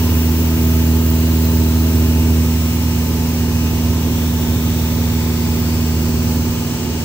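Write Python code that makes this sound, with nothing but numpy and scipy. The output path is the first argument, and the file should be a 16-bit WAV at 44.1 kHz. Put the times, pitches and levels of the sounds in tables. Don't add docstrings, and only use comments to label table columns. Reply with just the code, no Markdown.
import sys
import numpy as np
from scipy import signal
from scipy.fft import rfft, irfft, next_fast_len
from scipy.io import wavfile
from scipy.ndimage import map_coordinates

SR = 44100
rng = np.random.default_rng(int(sys.argv[2]) if len(sys.argv) > 2 else 0)


def wav_out(sig):
    wavfile.write(sys.argv[1], SR, np.round(np.clip(np.atleast_2d(sig).T, -1, 1) * 32767).astype(np.int16))


N = 310464


# firing_multiple, level_db, gain_db_per_buzz_db
BLADE_TONES = [(4, -34.5, 1), (5, -37, 0.86), (6, -52.5, -0.5), (7, -56, 1.8), (8, -50.5, 2),
               (9, -52.5, -0.5)]
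def drone(cycles, boom_db, second_db, third_db, buzz_db):
    firings = 4 * cycles
    boom = amp(boom_db) * tone(firings, shake=0.024, shake_hz=9, lead_rad=-.06)
    second = amp(second_db) * tone(overtone(firings, 2), shake=0.011, shake_hz=12, lead_rad=-0.019)
    third = amp(third_db) * tone(overtone(firings, 3), shake=0.0077, shake_hz=11)
    buzz = 0
    for multiple, level_db, follows in BLADE_TONES:
        lead_rad = 1.02 * np.clip(multiple - 4, 0, 1.5)
        blade = tone(overtone(firings, round(multiple)), shake=0.098, shake_hz=9, lead_rad=lead_rad)
        buzz = buzz + amp(level_db + follows * buzz_db) * blade
    return boom * pan(-1) + second * pan(-3) + third * pan(-2.5) + buzz * pan(-0.5)


def overtone(firings, multiple, smear_turns=0.0875):
    return multiple * firings + smear_turns * multiple * (multiple - 1)


# cycle_multiple, level_db
CYLINDER_TONES = [(2, -44), (3, -34), (5, -27), (6, -35.5), (7, -42), (9, -35.5), (11, -42), (13, -47.5),
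                  (14, -41), (15, -43), (18, -43), (19, -51), (22, -45.5), (27, -51.5), (33, -54),
                  (43, -49.5), (44, -52.5), (46, -50.5), (51, -55), (63, -52.5)]
# cycle_multiple, width_multiples, rise_db_per_sink_db
NEXT_WAVE = (6.8, .9, 2.6)
def cylinders(cycles, sink_db):
    centre, width, rise = NEXT_WAVE
    tones = 0
    for multiple, level_db in CYLINDER_TONES:
        near_boom = np.exp(-((multiple - 5) / 5) ** 2)
        near_next_wave = np.exp(-((multiple - centre) / width) ** 2)
        change_db = (1.1 * near_boom - rise * near_next_wave) * sink_db
        turns = round(multiple) * cycles + rng.random()
        shake = min(0.042 + .014 * multiple, 1)
        tones = tones + amp(level_db + change_db) * tone(turns, shake, shake_hz=9)
    return tones * pan(-2)


def tone(turns, shake, shake_hz, lead_rad=0):
    unevenness = 1 + shake * (wobble(shake_hz) + 1j * wobble(shake_hz))
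    left = unit(unevenness) * np.exp(2j * np.pi * turns)
    right = left * np.exp(-1j * lead_rad)
    return np.sqrt(2) * np.array([left.real, right.real])


def standing_boom(distance_m, loud_db=-14.5, quiet_db=-32, wavelength_m=4.37):
    swing = amp(loud_db) * np.sin(2 * np.pi * distance_m / wavelength_m)
    return 20 * np.log10(np.hypot(swing, amp(quiet_db)))


# distance_m, second_db, third_db, buzz_db, roar_db, vent_db, whistle_db
FIRST_SPOT = (0.68, -25.7, -20.8, 1.8, -23.5, -32, -41.5)
# start_s, length_s, then the new spot's columns as above
CAMERA_MOVES = [(.3, 0.38, 0.76, -23.5, -20, 5, -24.5, -31.5, -42.5),
                (2.38, 0.22, 0.45, -25.2, -22.5, -7, -25.5, -32.5, -44.5),
                (2.85, .35, 0.35, -24.5, -22, -3, -24.5, -32, -42.5),
                (3.7, .5, 0.34, -25, -22.2, -2.5, -24.5, -31, -44),
                (6.36, 0.48, -.15, -29.5, -27, -4.5, -25.5, -35.5, -41.5)]
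def camera(ahead_s=0):
    spot = np.outer(FIRST_SPOT, np.ones(N))
    for start_s, length_s, *goal in CAMERA_MOVES:
        progress = np.clip((seconds() + ahead_s - start_s) / length_s, 0, 1)
        spot = spot + (np.array(goal)[:, None] - spot) * np.sin(np.pi / 2 * progress) ** 2
    return spot


# pitch_hz, relative_db
ROAR_SHAPE = [(12, -32), (33, -22), (50, -17), (70, -1), (105, -1.5), (150, -12.5), (210, -8.5), (310, -11),
              (420, -12.5), (600, -17), (780, -21), (1150, -26), (1700, -27.5), (4000, -68)]
# pitch_hz, width_hz, boost_db
PANEL_RINGS = [(94, 5.2, 3.5), (121, 20, 5), (258.3, 21, 8.5), (510, 28, 1), (880, 66, 6.5), (1022, 90, 6),
               (1230, 76, 4)]
def cabin_roar(cycles, roar_db, sink_db):
    roar = rush(ROAR_SHAPE, PANEL_RINGS)
    rumble = signal.sosfiltfilt(signal.butter(3, 105, fs=SR, output="sos"), roar)
    roar = roar + rumble * (amp(0.74 * sink_db) - 1)
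    low = signal.sosfiltfilt(signal.butter(2, 450, fs=SR, output="sos"), roar)
    throb = sum(np.cos(2 * np.pi * (multiple * cycles + rng.random())) for multiple in (2, 3, 4, 8))
    upper = (roar - low) * (1 + 0.053 * throb)
    return amp(roar_db + 0.17 * wobble(6.9)) * (low * pan(-3.5) + upper * pan(1.4))


# pitch_hz, relative_db
SEAL_SHAPE = [(400, -35), (1300, -6), (1750, -6), (2400, 1.5), (2950, -0.5), (3900, -2.5), (4500, -2.5),
              (5200, -1.5), (6000, 0), (7000, -4), (8150, -6), (9000, -9), (10500, -15), (16000, -14.5)]
# pitch_hz, relative_db
VENT_SHAPE = [(6000, -28), (9000, -15.5), (10500, -6), (12000, -1), (13500, 3), (15000, 9), (16000, -7)]
SIZZLE_SHAPE = [(11000, -23.5), (13500, -19), (14700, -5), (15200, 6), (15750, 0), (17000, -21)]
# middle_s, half_length_s, depth_db
BRIEF_DIP = (3.4, .33, 4)
def air_hiss(vent_db):
    seals = amp(-31 + .3 * wobble(25)) * rush(SEAL_SHAPE) * pan(0.3)
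    flutter_db = .3 * wobble(14)
    vent = amp(vent_db + flutter_db + 1.5) * rush(VENT_SHAPE)
    middle_s, half_length_s, depth_db = BRIEF_DIP
    dip_db = depth_db * np.exp(-((seconds() - middle_s) / half_length_s) ** 2)
    sizzle_db = -32.5 + 0.48 * (vent_db - np.mean(vent_db)) - dip_db
    sizzle = amp(sizzle_db + flutter_db + .6 * wobble(7.1)) * rush(SIZZLE_SHAPE)
    return seals + vent + sizzle


# pitch_hz, relative_db
HUM_SHAPE = [(200, -44), (335, -0.5), (385, -2.5), (620, -41)]
# pitch_hz, width_hz, boost_db
HUM_RING = [(361, 13, 8.2)]
def cabin_hum(buzz_db):
    return amp(-39 - 0.5 * buzz_db) * rush(HUM_SHAPE, HUM_RING) * pan(-7.5)


# pitch_hz, relative_db
LEAK_SHAPE = [(1500, -40), (2400, -0.5), (2900, -1.5), (4200, -40)]
# pitch_hz, width_hz, boost_db
LEAK_WHISTLES = [(2530, 190, 18.5), (2840, 230, 21.5)]
def seal_whistle(whistle_db):
    return amp(whistle_db + 1.4 * wobble(7.5)) * rush(LEAK_SHAPE, LEAK_WHISTLES)


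# pitch_hz, relative_db
EDGE_SHAPE = [(3000, -35), (4300, -2), (4800, 1), (5800, -35)]
def edge_hiss(start_db=-54, growth_db_per_s=1.3):
    return amp(start_db + growth_db_per_s * seconds() + .8 * wobble(4)) * rush(EDGE_SHAPE)


def glass_echoes(sound, depth_db=0.9, width_hz=450, length_s=0.716):
    hz, t, spectrum = signal.stft(sound, SR, nperseg=1024)
    grid = np.meshgrid(hz / width_hz, t / length_s, indexing="ij")
    ripple = map_coordinates(rng.standard_normal((128, 64)), grid, mode="wrap")
    return signal.istft(spectrum * amp(depth_db * ripple), SR, nperseg=1024)[1][:, :N]


# pitch_hz, likeness_0_to_1, left_lead_rad
STEREO_LIKENESS = [(30, .97, 0), (120, .99, 0), (290, .94, 0), (450, .7, .5), (580, .25, 0),
                   (880, .82, .15), (1200, .7, .75), (1450, .5, .3), (1780, .82, 0), (2100, .15, 1.5),
                   (2450, .7, 2.6), (3000, .55, 2.4), (3950, .2, 0), (5100, .38, 3.1), (7000, .1, 1.5),
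                   (7650, .8, 0), (8250, .93, 0), (8700, .45, -.9), (10000, .45, -1.4), (12200, .56, -1.45),
                   (15200, .81, -1.6)]
def rush(shape, rings=()):
    hz = np.fft.rfftfreq(N, 1 / SR)
    shape_hz, shape_db = np.transpose(shape)
    colour_db = np.interp(np.log(hz + 1), np.log(shape_hz + 1), shape_db)
    colour_db += sum(db / (1 + (2 * (hz - centre) / width) ** 2) for centre, width, db in rings)
    pitch_hz, likeness, lead_rad = np.transpose(STEREO_LIKENESS)
    shared = np.interp(hz, pitch_hz, np.clip(likeness, 0, 1) * np.exp(-1j * lead_rad))
    left, separate = rfft(rng.standard_normal((2, N)))
    right = shared * left + np.sqrt(np.abs(1 - np.abs(shared) ** 2)) * separate
    return unit(irfft(np.array([left, right]) * amp(colour_db), N))


def wobble(rate_hz):
    steps = np.arange(0, N, 64)
    curve = map_coordinates(rng.standard_normal(1024), [steps * rate_hz / SR], mode="wrap")
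    return np.interp(np.arange(N), steps, curve)


def pan(left_db):
    return amp([[left_db / 2], [-left_db / 2]])


def amp(db):
    return 10 ** (np.asarray(db) / 20)


def unit(x):
    return x / np.sqrt(np.mean(np.abs(x) ** 2) + 1e-20)


def seconds():
    return np.arange(N) / SR


def scene():
    t = seconds()
    rpm = 2412.2 - 2.6 * t - .34 * t ** 2
    cycles = np.cumsum(rpm / 60 / 2) / SR
    distance_m, second_db, third_db, _, roar_db, vent_db, whistle_db = camera()
    _, _, _, buzz_db, *_ = camera(ahead_s=0.051)
    boom_db = standing_boom(distance_m)
    sink_db = np.minimum(boom_db + 23, 0)
    engine = drone(cycles, boom_db, second_db, third_db, buzz_db) + cylinders(cycles, sink_db)
    fade_db_per_s = 1
    air = glass_echoes(air_hiss(vent_db - fade_db_per_s * t) + seal_whistle(whistle_db) + edge_hiss())
    return engine + cabin_roar(cycles, roar_db, sink_db) + cabin_hum(buzz_db) + air


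def record(dry):
    top_hz = 15760
    size = next_fast_len(N + SR // 2)
    heard = np.fft.rfftfreq(size, 1 / SR) < top_hz
    return irfft(rfft(dry, size) * heard, size)[:, :N]


dry = scene()
out = record(dry)
wav_out(out)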